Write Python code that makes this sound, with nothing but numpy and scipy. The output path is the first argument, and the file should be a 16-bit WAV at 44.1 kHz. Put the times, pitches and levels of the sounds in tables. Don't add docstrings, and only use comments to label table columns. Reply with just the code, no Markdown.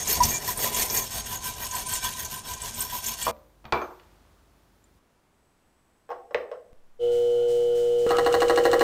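import sys
import numpy as np
from scipy import signal
from scipy.fft import rfft, irfft
from scipy.io import wavfile
from scipy.ndimage import uniform_filter1d, map_coordinates

SR = 44100
rng = np.random.default_rng(int(sys.argv[2]) if len(sys.argv) > 2 else 0)


def inscribe(sig):
    pcm = np.round(np.clip(np.atleast_2d(sig).T, -1, 1) * 32767)
    wavfile.write(sys.argv[1], SR, pcm.astype(np.int16))


def makeup_ratio(level_db):
    decades = np.asarray(level_db, float) / 20
    return 10 ** decades


N = 389390
T = np.arange(N) / SR

SAW_END_S, TO_CHUCK_S, TO_LATHE_S, MOTOR_ON_S, TO_CUT_S = 3.312, 4.99, 6.731, 6.99, 8.0655

# [blade reverses t/s, fastest at share of stroke, rasp level/dB,
# blade treble relative level/dB, frame ring relative level/dB]
STROKES = [(-.13, 0.41, -29, -7.5, -13.5), (.044, 0.39, -24, -1.5, -12), (0.208, 0.17, -26.5, -1.5, -8.5),
           (.397, 0.66, -31.5, 1.5, -7), (.546, 0.52, -29, 1.5, -5), (.72, 0.52, -25.5, -1.5, -8.5),
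           (0.882, 0.34, -29.5, 3.5, -7), (1.087, 0.65, -32, -5, -10), (1.233, 0.57, -34, -2, -5),
           (1.405, 0.45, -34, -2.5, -6.5), (1.544, 0.61, -33.5, -2, -4.5), (1.698, 0.44, -31, -4.5, -5),
           (1.851, 0.57, -30, -2.5, -8), (2.004, 0.35, -29.5, -7.5, -4), (2.15, 0.51, -34.5, -0.5, -8),
           (2.297, 0.26, -35.5, -4, -5), (2.43, 0.47, -36, -5, -4), (2.592, 0.43, -33, -7, -9.5),
           (2.729, 0.48, -33, 1.5, -4.5), (2.89, 0.54, -33, -1.5, -7), (3.015, 0.46, -31, -0.5, -9.5),
           (3.165, 0.49, -32.5, -5.5, -15)]
LAST_STOP_S = 3.336
# [t/s, peak level/dB, squeal f/Hz]
CATCHES = [(0.0727, -10.5, 6530), (0.204, -19, 5700), (0.2342, -4, 5980), (0.343, -14.5, 6924),
           (0.5733, -15.5, 9250), (0.648, -19.5, 6800), (0.7462, -11.5, 7100), (0.7901, -22.5, 6900),
           (0.818, -14, 8650), (0.8994, -14, 5840), (0.949, -15, 9150), (0.9732, -9, 6540),
           (1.3289, -29, 6420), (1.648, -23.5, 5200), (1.711, -20, 6600), (1.7509, -17, 7980),
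           (1.867, -18.5, 9080), (1.8927, -19.5, 8300), (1.936, -11.5, 8000), (2.0406, -17, 8240),
           (2.2484, -16, 6330), (2.536, -19.5, 6550), (2.617, -18.5, 8150), (2.743, -20.5, 8260),
           (2.806, -12.5, 8420), (3.041, -20.5, 5900), (3.062, -11.5, 6900), (3.2255, -12, 7800)]
# [t/s, length/s, level/dB, f/Hz]
SQUEALS = [
    (-.01, .06, -33, 6510),
    (.245, .015, -30, 9000),
    (.335, .05, -28, 6700),
    (1.0, .04, -34, 6400),
    (1.33, .07, -40.5, 6650),
    (1.708, .02, -36.5, 6450),
    (1.86, .03, -37, 9000),
    (1.96, .03, -34.5, 7150),
]
# [t/s, level/dB, rise/s, fall/s]
TWANGS = [
    (.203, -1.5, 0.012, 0.011),
    (2.921, -31, 0.0046, 0.032),
]
# [t/s, level/dB]
JAMS = [
    (.56, -35.5),
    (.62, -33.5),
    (.76, -35),
    (.9, -35.5),
]
# [f/Hz, width/Hz, level/dB]
BLADE = [(1610, 9.8, -4.0), (1870, 150, -7.5), (2355, 7.3, 3.5), (2900, 120, -8), (3370, 120, -5.5),
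         (3807, 96, -8.0), (4460, 70, -3), (5400, 90, -0.5), (6464, 29, 7.0), (7000, 67, -8.5),
         (8240, 150, -1.5), (9080, 110, -1.5), (10350, 28, -8.5), (10600, 140, -14.0), (10550, 970, -15.5),
         (12100, 340, -6.5), (13100, 120, -5), (13340, 220, -2.5), (14400, 300, -12.5)]
# [f/Hz, level/dB per Hz]
RASP = [(650, -54.5), (1100, -8.5), (1370, -23.5), (1890, -8), (2190, -2.5), (5020, -1), (6500, 5),
        (9770, -3.5), (13800, -10.5), (15600, -34)]
# [f/Hz, width/Hz, level/dB]
VISE = [(88, 35, -0.5), (142.4, 16, -5), (228.9, 4, 3), (412, 44, -10), (726, 200, -8), (45.9, 26, 0.5)]
RASP_DIP_DB, TREBLE_DIP_DB, FRAME_DIP_DB, VISE_DIP_DB = 10, 17.5, 11.5, 7.5
VISE_DB, VISE_SAG_DB_PER_S, VISE_FOLLOWS = -38, 1.5, 0.26
BEND = .008

# [t/s, body level/dB, crack level/dB]
DROP = [
    (3.267, -20, -35),
    (3.365, -60, -63),
    (3.643, -44, -61),
    (3.653, -46, -43),
    (3.7235, -13.5, -23.5),
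    (3.816, -32, -48),
    (3.997, -72, -52.5),
]
# [t/s, body level/dB, crack level/dB]
FIT = [
    (6.091, -35, -58),
    (6.104, -28.5, -66),
    (6.114, -29.5, -53),
    (6.309, -37, -78),
    (6.3455, -20.5, -27),
    (6.41, -39, -70),
    (6.515, -30.5, -50),
    (6.53, -56, -64),
]
# [f/Hz, level/dB, t60/s]
BENCH = [(371.5, -1, 0.058), (472, -3.5, 0.23), (569.4, -8, 0.033), (660, -3, 0.032), (887, -2.5, 0.13),
         (980, 0.5, 0.036), (1068, -2, 0.04), (1132, -0.5, 0.061), (1402, -11.5, 0.03836),
         (1706, -8.5, 0.025), (2044, -7, 0.0092), (2363, -7.5, 0.081), (3154, -27, .015)]
# [f/Hz, level/dB, t60/s]
CHUCK = [(523, 4.5, 0.038), (616, 4, 0.034), (700, -3.5, 0.051), (757, -2.5, 0.083), (940, -25, 0.011),
         (1072, -10, 0.11), (1260, -25, 0.015), (1574, -12.5, 0.034), (2480, -29, 0.012), (2740, -27, .02),
         (5200, -19.5, 0.014)]
# [f/Hz, level/dB per Hz]
CLATTER = [(300, -29), (430, 5), (1250, 5), (2500, -25), (5000, -29.5), (12000, -51.5)]
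# [f/Hz, level/dB, t60/s]
TUBE = [(14070, 0, .9), (14700, 0, 0.52)]
# [t/s, level/dB]
CHIMES = [
    (3.311, -65.5),
    (3.651, -66),
    (3.722, -52.5),
    (6.09, -72),
    (6.114, -70),
    (6.331, -69),
]
# [t/s, level/dB]
THUDS = [
    (3.27, -41.5),
    (3.652, -46),
    (3.728, -34),
    (6.349, -51),
]
# [f/Hz, level/dB, t60/s]
AFTER = [(305, -19, 5.0), (536.5, -3.5, 0.61), (596, -2.5, 0.49), (754, -15, 0.48), (985, -17.5, 0.59),
         (1196, -18.5, 0.49)]
# [t/s, level/dB, fall/s]
LINGER = [
    (3.313, -65, .12),
    (3.76, -59, 0.62),
]
# [f/Hz, level/dB per Hz]
LINGER_COLOUR = [(200, -9.5), (500, -1), (1300, -4), (2200, -12), (5000, -16.5), (15600, -29.5)]

HUM_HZ, HUM_DB = 119.98, -22
# [multiple, level/dB]
HUM = [(1, -31), (2, -38.5), (3, -17.5), (4, 1), (5, -23.5), (6, -27), (7, -35.5), (8, -68.5), (9, -62),
       (10, -54), (11, -45.5), (12, -45), (13, -54), (14, -70), (15, -56), (16, -57), (17, -54), (18, -48),
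       (19, -60), (20, -72), (21, -52), (22, -56), (23, -61), (24, -47), (25, -29.5), (26, -33), (27, -53),
       (28, -41), (29, -48), (30, -44)]
# [f/Hz, level/dB per Hz]
WHIRR_COLOUR = [(40, 15), (110, 6.5), (250, 0.5), (900, -5.5), (2400, -2.5), (4500, -0.5), (8000, 0.5),
                (9300, -3), (10000, -7.5), (15600, -9)]
WHIRR_DB, WHIRR_CUTTING_DB = -61.5, -52.5
# [f/Hz, width/Hz, level/dB]
HOUSING = [(530, 46, -55), (763, 49, -58), (1430, 51, -64), (2900, 83, -61), (4100, 210, -64)]
# [t/s, level/dB]
BELT = [
    (7.11, -56),
    (7.478, -52.5),
    (7.745, -53.5),
    (7.98, -55),
]
TURNS_DB = [-28.5, -32.5, -33.5, -37.5, -30.5, -29, -30.5, -31.5, -29.5, -30.5, -27.5]
FIRST_BITE_S, TURN_S, SLIP_AFTER_S, BOUNCE_AFTER_S = 8.0127, .0781, .0153, .0105
SLIP_DB, FIRST_SLIPS_DB, DEEPEN_S, BOUNCE_DB = -14.5, -5.5, 0.072, -4
SHUDDER_DB_PER_S, SWAY_DB_PER_S, POST_DB_PER_S = 9, 13, 9
# [f/Hz, level/dB, t60/s]
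SLIDE = [(353, -7.5, 0.11), (456.4, -8.5, 0.1), (603, -6.5, 0.09), (706, -9, 0.045), (788, -8.5, 0.076),
         (890, -16, 0.057), (1004, -13.5, 0.086), (1135, -4, 0.078), (1260, -7.5, 0.033), (1410, -9, .02),
         (1650, -0.5, 0.019), (1840, -1.5, 0.017)]
# [f/Hz, level/dB, t60/s]
SWAY = [(525, -6.5, .2)]
# [f/Hz, level/dB, t60/s]
INSERT = [(2935, -3, 0.014), (4190, -2.5, 0.0098), (6360, -15.5, 0.0051), (8300, -10, 0.004),
          (11460, -20, 0.027), (14300, -15.5, .06)]

# [f/Hz, t60/s, level/dB]
ROOM = [(330, 0.51, 1), (699, 0.17, 5.5), (1510, 0.24, 0), (3160, 0.27, 10), (7000, 0.32, -5),
        (11940, 0.18, -11.5)]
# [f/Hz, level/dB per Hz]
VISE_AIR = [(41, -38), (70, -1.5), (110, -10.5), (418, -16), (478, -22), (672, -20), (787, -21.5),
            (1010, -22.5), (2500, -31), (15600, -39)]
# [f/Hz, level/dB per Hz]
LATHE_AIR = [(25, 0), (60, 0), (120, -5), (250, -4), (500, -8), (1000, -10), (2000, -17), (4000, -24),
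             (8000, -26), (15600, -32)]
VISE_AIR_DB, LATHE_AIR_DB = -62.5, -66
# [from t/s, to t/s, f/Hz, rms level/dB]
TONES = [
    (0, 5.0, 48.4, -64),
    (3.3, 5.0, 15326, -92),
    (5.3, 6.73, 8000, -84),
    (5.3, 6.73, 8059, -89),
    (5.3, 6.73, 8118, -89),
    (5.0, 6.73, 10277, -96),
    (6.7, 8.83, 7.7, -50),
]


def saw():
    speed, rasp_db, treble_db, frame_db = strokes()
    slack = 1 - speed

    def teeth():
        return noise() * makeup_ratio(2.53 * walk(400) + 2 * walk(60))

    broad = level(colour(teeth(), RASP), -4.0)
    drive = teeth()
    modes = 0
    for hz, width, db in BLADE:
        flare_db = (3.8 if hz < 10800 else 2.2) * walk(18)
        modes = modes + makeup_ratio(db + flare_db) * band(drive, hz, width)
    bent_time = np.cumsum(1 + BEND * walk(14))
    blade = broad + map_coordinates(level(modes, -3.0), [bent_time], mode="mirror")
    cut_through = T >= 1.05
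    thick = level(band(drive, 1870, 170), -15.5) + level(band(drive, 425, 80), -16.5)
    thin = level(band(drive, 3200, 700), -12)
    blade += np.where(cut_through, thin, thick)
    treble = colour(blade, [(9800, -40), (11400, 1.5)])
    lower = blade - treble
    treble = level(colour(treble, [(14200, -1.5), (15600, -9.5)]), 0)

    frame = band(band(teeth(), 1008.3, 45), 988, 90)
    frame = frame + makeup_ratio(-7.5) * band(drive, 1560, 24) * cut_through
    chatter_db = 1.0 * walk(35)
    sawing = lower * makeup_ratio(-RASP_DIP_DB * slack)
    sawing += treble * makeup_ratio(treble_db - TREBLE_DIP_DB * slack)
    sawing += level(frame, 0) * makeup_ratio(frame_db - FRAME_DIP_DB * slack)
    out = makeup_ratio(rasp_db + chatter_db) * sawing

    vise = sum(makeup_ratio(db + 2 * walk(16)) * band(noise(), hz, width) for hz, width, db in VISE)
    vise_db = VISE_DB - VISE_SAG_DB_PER_S * T - VISE_DIP_DB * slack
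    vise_db += VISE_FOLLOWS * (rasp_db - rasp_db.mean())
    bench_shake = bursts([.16], [-26], 0.081, rise_s=0.037)
    out += level(vise, 0) * (makeup_ratio(vise_db) + bench_shake)
    out += level(band(drive, 620, 390), 0) * bursts(*np.transpose(JAMS), 0.077, rise_s=0.022)

    for s, db, hz in CATCHES:
        i = int(s * SR)
        squeal = band(band(noise(count=2000), hz, 1400), hz, 1400)
        out[i:i + 2000] += squeal * makeup_ratio(db + 1.0) * np.exp(-T[:2000] / .011)
    for s, length, db, hz in SQUEALS:
        i, j = max(int(s * SR), 0), int((s + length) * SR)
        swell = np.sqrt(np.abs(np.sin(np.pi * (T[i:j] - s) / length)))
        out[i:j] += level(band(drive[i:j], hz, 150), db) * swell
    twang = np.sin(2 * np.pi * 982 * T) + makeup_ratio(-25.5) * np.sin(2 * np.pi * 1930 * T)
    for s, db, rise, fall in TWANGS:
        out += bursts([s], [db + 3.5], fall, rise_s=rise) * twang
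    return out * (T < SAW_END_S)


def strokes():
    s, share, *columns = np.transpose(STROKES)
    fastest = s + np.clip(share, .1, .9) * np.diff(np.append(s, LAST_STOP_S))
    moments = np.append(np.column_stack([s, fastest]), LAST_STOP_S)
    speed = np.abs(np.sin(np.pi / 2 * np.interp(T, moments, np.arange(len(moments)))))
    return speed, *(np.interp(T, fastest, column) for column in columns)


def lathe():
    rise = np.clip((T - MOTOR_ON_S) / 0.049, 0, 1)
    cutting = T > TO_CUT_S
    clock = T + 0.0013 * cutting
    hum = 0
    for multiple, db in HUM:
        phase = multiple * HUM_HZ * clock + rng.random()
        hum = hum + makeup_ratio(db + 0.33 * walk(8)) * np.sin(2 * np.pi * phase)
    whirr = level(colour(noise(), WHIRR_COLOUR), 5.5) * makeup_ratio(0.57 * walk(6.7))
    free = makeup_ratio(WHIRR_DB) + bursts(*np.transpose(BELT), 0.12, rise_s=.015)
    whirr = whirr * np.where(T < TO_CUT_S, free, makeup_ratio(WHIRR_CUTTING_DB))
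    housing = sum(level(band(noise(), hz, width), db) for hz, width, db in HOUSING)
    start_buzz = bursts([MOTOR_ON_S], [-46], 0.078, rise_s=0.006)
    housing = housing + level(band(noise(), 3000, 150), 0) * start_buzz
    spindle_hz = np.interp(T, [7.0, 7.6, 8.1], [60, 150, 195])
    spindle = makeup_ratio(-55.5) * np.sin(2 * np.pi * np.cumsum(spindle_hz) / SR) * (T < TO_CUT_S)
    motor = rise * (makeup_ratio(HUM_DB + 2.5) * hum + whirr + housing + spindle)

    bite_db = np.array(TURNS_DB)
    bite_s = FIRST_BITE_S + TURN_S * np.arange(len(bite_db))
    slip_s = bite_s + SLIP_AFTER_S
    slip_db = SLIP_DB + FIRST_SLIPS_DB * np.exp((bite_s[0] - bite_s) / DEEPEN_S)
    bite = burrs(bite_s, bite_db, 0.019, .6) + burrs(bite_s, bite_db - 6.0, 0.0021, 0.32)
    bite = bite * makeup_ratio(5.6 * walk(500))
    slip = burrs(slip_s, slip_db, 0.0076, 0.26)
    slip += makeup_ratio(4.0) * bursts(slip_s, slip_db, 0.00026, rise_s=.00005)
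    slip += makeup_ratio(BOUNCE_DB) * burrs(slip_s + BOUNCE_AFTER_S, slip_db, 0.0039, 0.9)
    rub = makeup_ratio(-45.5) * cutting * noise()
    scrape = colour(bite + makeup_ratio(-14.0) * rub,
                    [(800, -26.5), (2000, 2.5), (8000, -0.5), (10000, -8.0), (15500, -17.0)])

    shove = slip + makeup_ratio(-5.0) * bite + rub

    def deeper(db_per_s):
        return shove * makeup_ratio(db_per_s * (T - T[-1]))

    carriage = ring(deeper(SHUDDER_DB_PER_S), SLIDE[:3]) + ring(shove, SLIDE[3:-2])
    carriage += ring(deeper(POST_DB_PER_S), SLIDE[-2:]) + ring(deeper(SWAY_DB_PER_S), SWAY)
    carriage += makeup_ratio(16) * ring(rub * makeup_ratio(5.7 * walk(40)), [(1275, 0, 0.02)])
    tool = makeup_ratio(-27) * carriage + makeup_ratio(-5.0) * scrape
    tool += makeup_ratio(-11.0) * band(band(slip, 3000, 4300), 3000, 4300)
    tip = ring(bite + makeup_ratio(-6.5) * slip + rub, INSERT)
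    tool = high(tool + makeup_ratio(-26.5) * tip, 300)
    rumble = makeup_ratio(21.5) * band(rub, 82, 160)
    return motor + rumble + high(room(tool, -12), 320) * cutting


def burrs(times, db, fall_s, fresh):
    t = T[:round(TURN_S * SR)]
    grain = noise(count=len(t)) * np.exp(-t / fall_s)
    again = signal.oaconvolve(bursts(times, db + 8.5, 1 / SR, rise_s=1e-6), grain)[:N]
    return again + fresh * bursts(times, db, fall_s) * noise()


def knocks(events, modes, rattle_s, wet_db, tilt_db, clatter_db, clatter_s):
    s, db, crack_db = np.transpose(events)
    push = bursts(s, db, 1 / SR, rise_s=1e-6) + bursts(s, db - 21.5, rattle_s) * noise()
    unit = sum(makeup_ratio(mode_db) for _, mode_db, _ in modes)
    body = makeup_ratio(10.5) / unit * ring(push, modes)
    grit_colour = [(700, -15.5), (1700, 5.0), (4500, tilt_db), (6500, 2.3 * tilt_db), (15000, 8 * tilt_db)]
    grit = level(colour(noise(), grit_colour), 0)
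    crack = bursts(s, crack_db, .003, rise_s=.0001) * grit
    clatter = level(colour(noise() * makeup_ratio(2.5 * walk(150)), CLATTER), clatter_db)
    clatter = clatter * bursts(s, db, clatter_s, rise_s=0.0018)
    echoing = room(high(body + 0.98 * crack, 330), wet_db)
    return echoing + high(clatter, 370) + 0.87 * crack


def tube():
    boom = ring(bursts(*np.transpose(THUDS), 0.0014),
                [(70.65, -34.0, 0.35), (134, -27.5, 0.12), (220, -30.0, 0.38)])
    after = ring(bursts([SAW_END_S], [-62], 0.0067) * noise(), AFTER)
    far = level(colour(noise(), LINGER_COLOUR), 0)
    after += far * sum(bursts([s], [db], fall, rise_s=.002) for s, db, fall in LINGER)
    vise_tap = bursts([3.816], [-52], .0001, rise_s=1e-5)
    ping = ring(vise_tap, [(6240, -5, 0.25), (6420, -3, 0.2)])
    taps = bursts([3.7235, 3.775, 3.816], [-30, -41, -44], .0001, rise_s=1e-5)
    ping += ring(taps, [(2330, -4.0, 0.17), (2420, -4.0, 0.098)])
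    chime = ring(bursts(*np.transpose(CHIMES), 1 / SR, rise_s=1e-6), TUBE)
    return boom + after + ping + chime * makeup_ratio(7.5 + 2 * walk(40))


def shop():
    vise_air = level(colour(noise(), VISE_AIR), VISE_AIR_DB)
    lathe_air = level(colour(noise(), LATHE_AIR), LATHE_AIR_DB)
    out = np.where(T < TO_CHUCK_S, vise_air, lathe_air)
    for start, end, hz, db in TONES:
        fade = np.clip(np.minimum(T - start, end - T) / .03, 0, 1)
        out += np.sqrt(2) * makeup_ratio(db + 2 * walk(12.0)) * np.sin(2 * np.pi * hz * T) * fade
    tick = bursts([4.841], [-52], 0.00076) * noise()
    click = bursts([TO_LATHE_S], [-44], 0.016, rise_s=1e-5)
    return out + ring(tick, [(7200, -8, 0.035), (8660, -13, 0.095)]) + click


def room(x, wet_db):
    t = T[:SR // 2]
    tail = 0
    for hz, t60, db in ROOM:
        part = band(noise(count=len(t)), hz, 1.5 * hz) / np.sqrt(hz)
        tail = tail + makeup_ratio(db) * part * 1000 ** (-t / t60)
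    tail = tail * (1 - np.exp(-t / 0.0013)) / np.sqrt(np.sum(tail ** 2))
    return x + makeup_ratio(wet_db) * signal.oaconvolve(x, tail)[:N]


def ring(x, modes):
    out = 0
    for hz, db, t60 in modes:
        r = 1000 ** (-1 / (np.clip(t60, .01, 1.5) * SR))
        w = 2 * np.pi * hz / SR
        out = out + makeup_ratio(db) * signal.lfilter([0, r * np.sin(w)], [1, -2 * r * np.cos(w), r * r], x)
    return out


def bursts(times, db, fall_s, rise_s=.0003):
    out = np.zeros(N)
    for s, gain in zip(times, makeup_ratio(np.asarray(db))):
        i = int(s * SR)
        t = T[:min(int(8 * fall_s * SR), N - i)]
        out[i:i + len(t)] += gain * (1 - np.exp(-t / rise_s)) * np.exp(-t / fall_s)
    return out


def band(x, hz, width):
    return signal.lfilter(*signal.iirpeak(min(hz, .45 * SR), hz / width, fs=SR), x)


def colour(x, points):
    hz, db = np.transpose(points)
    f = np.maximum(np.fft.rfftfreq(len(x), 1 / SR), 1)
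    return irfft(rfft(x) * makeup_ratio(np.interp(np.log(f), np.log(hz), db)), len(x))


def high(x, hz):
    return signal.sosfilt(signal.butter(4, hz, "high", fs=SR, output="sos"), x)


def level(x, db):
    return x * makeup_ratio(db) / np.sqrt(np.mean(x ** 2))


def walk(rate):
    k = int(SR / rate)
    steps = np.repeat(rng.standard_normal(N // k + 1), k)
    return 1.1 * uniform_filter1d(steps, k)[:N]


def noise(count=N):
    return rng.standard_normal(count)


def scene():
    fall = knocks(DROP[:1], BENCH, 0.0061, -0.55, 1.5, -3.5, 0.026)
    fall = fall * np.where(T < SAW_END_S, 1, makeup_ratio(-18.0))
    bench = fall + knocks(DROP[1:], BENCH, 0.0038, -3.5, -8.0, -7.0, 0.049)
    chuck = high(knocks(FIT, CHUCK, 0.0042, -4.5, -11.5, -14.5, 0.039), 380)
    return (saw() + bench + chuck + tube() + lathe() + shop())[None]


def band_limit(x):
    return signal.sosfilt(signal.butter(12, 15720, fs=SR, output="sos"), x)


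def record(dry):
    mix = signal.sosfilt(signal.ellip(8, .2, 60, 15650, fs=SR, output="sos"), dry)
    return band_limit(mix)


dry = scene()
out = record(dry)
inscribe(out)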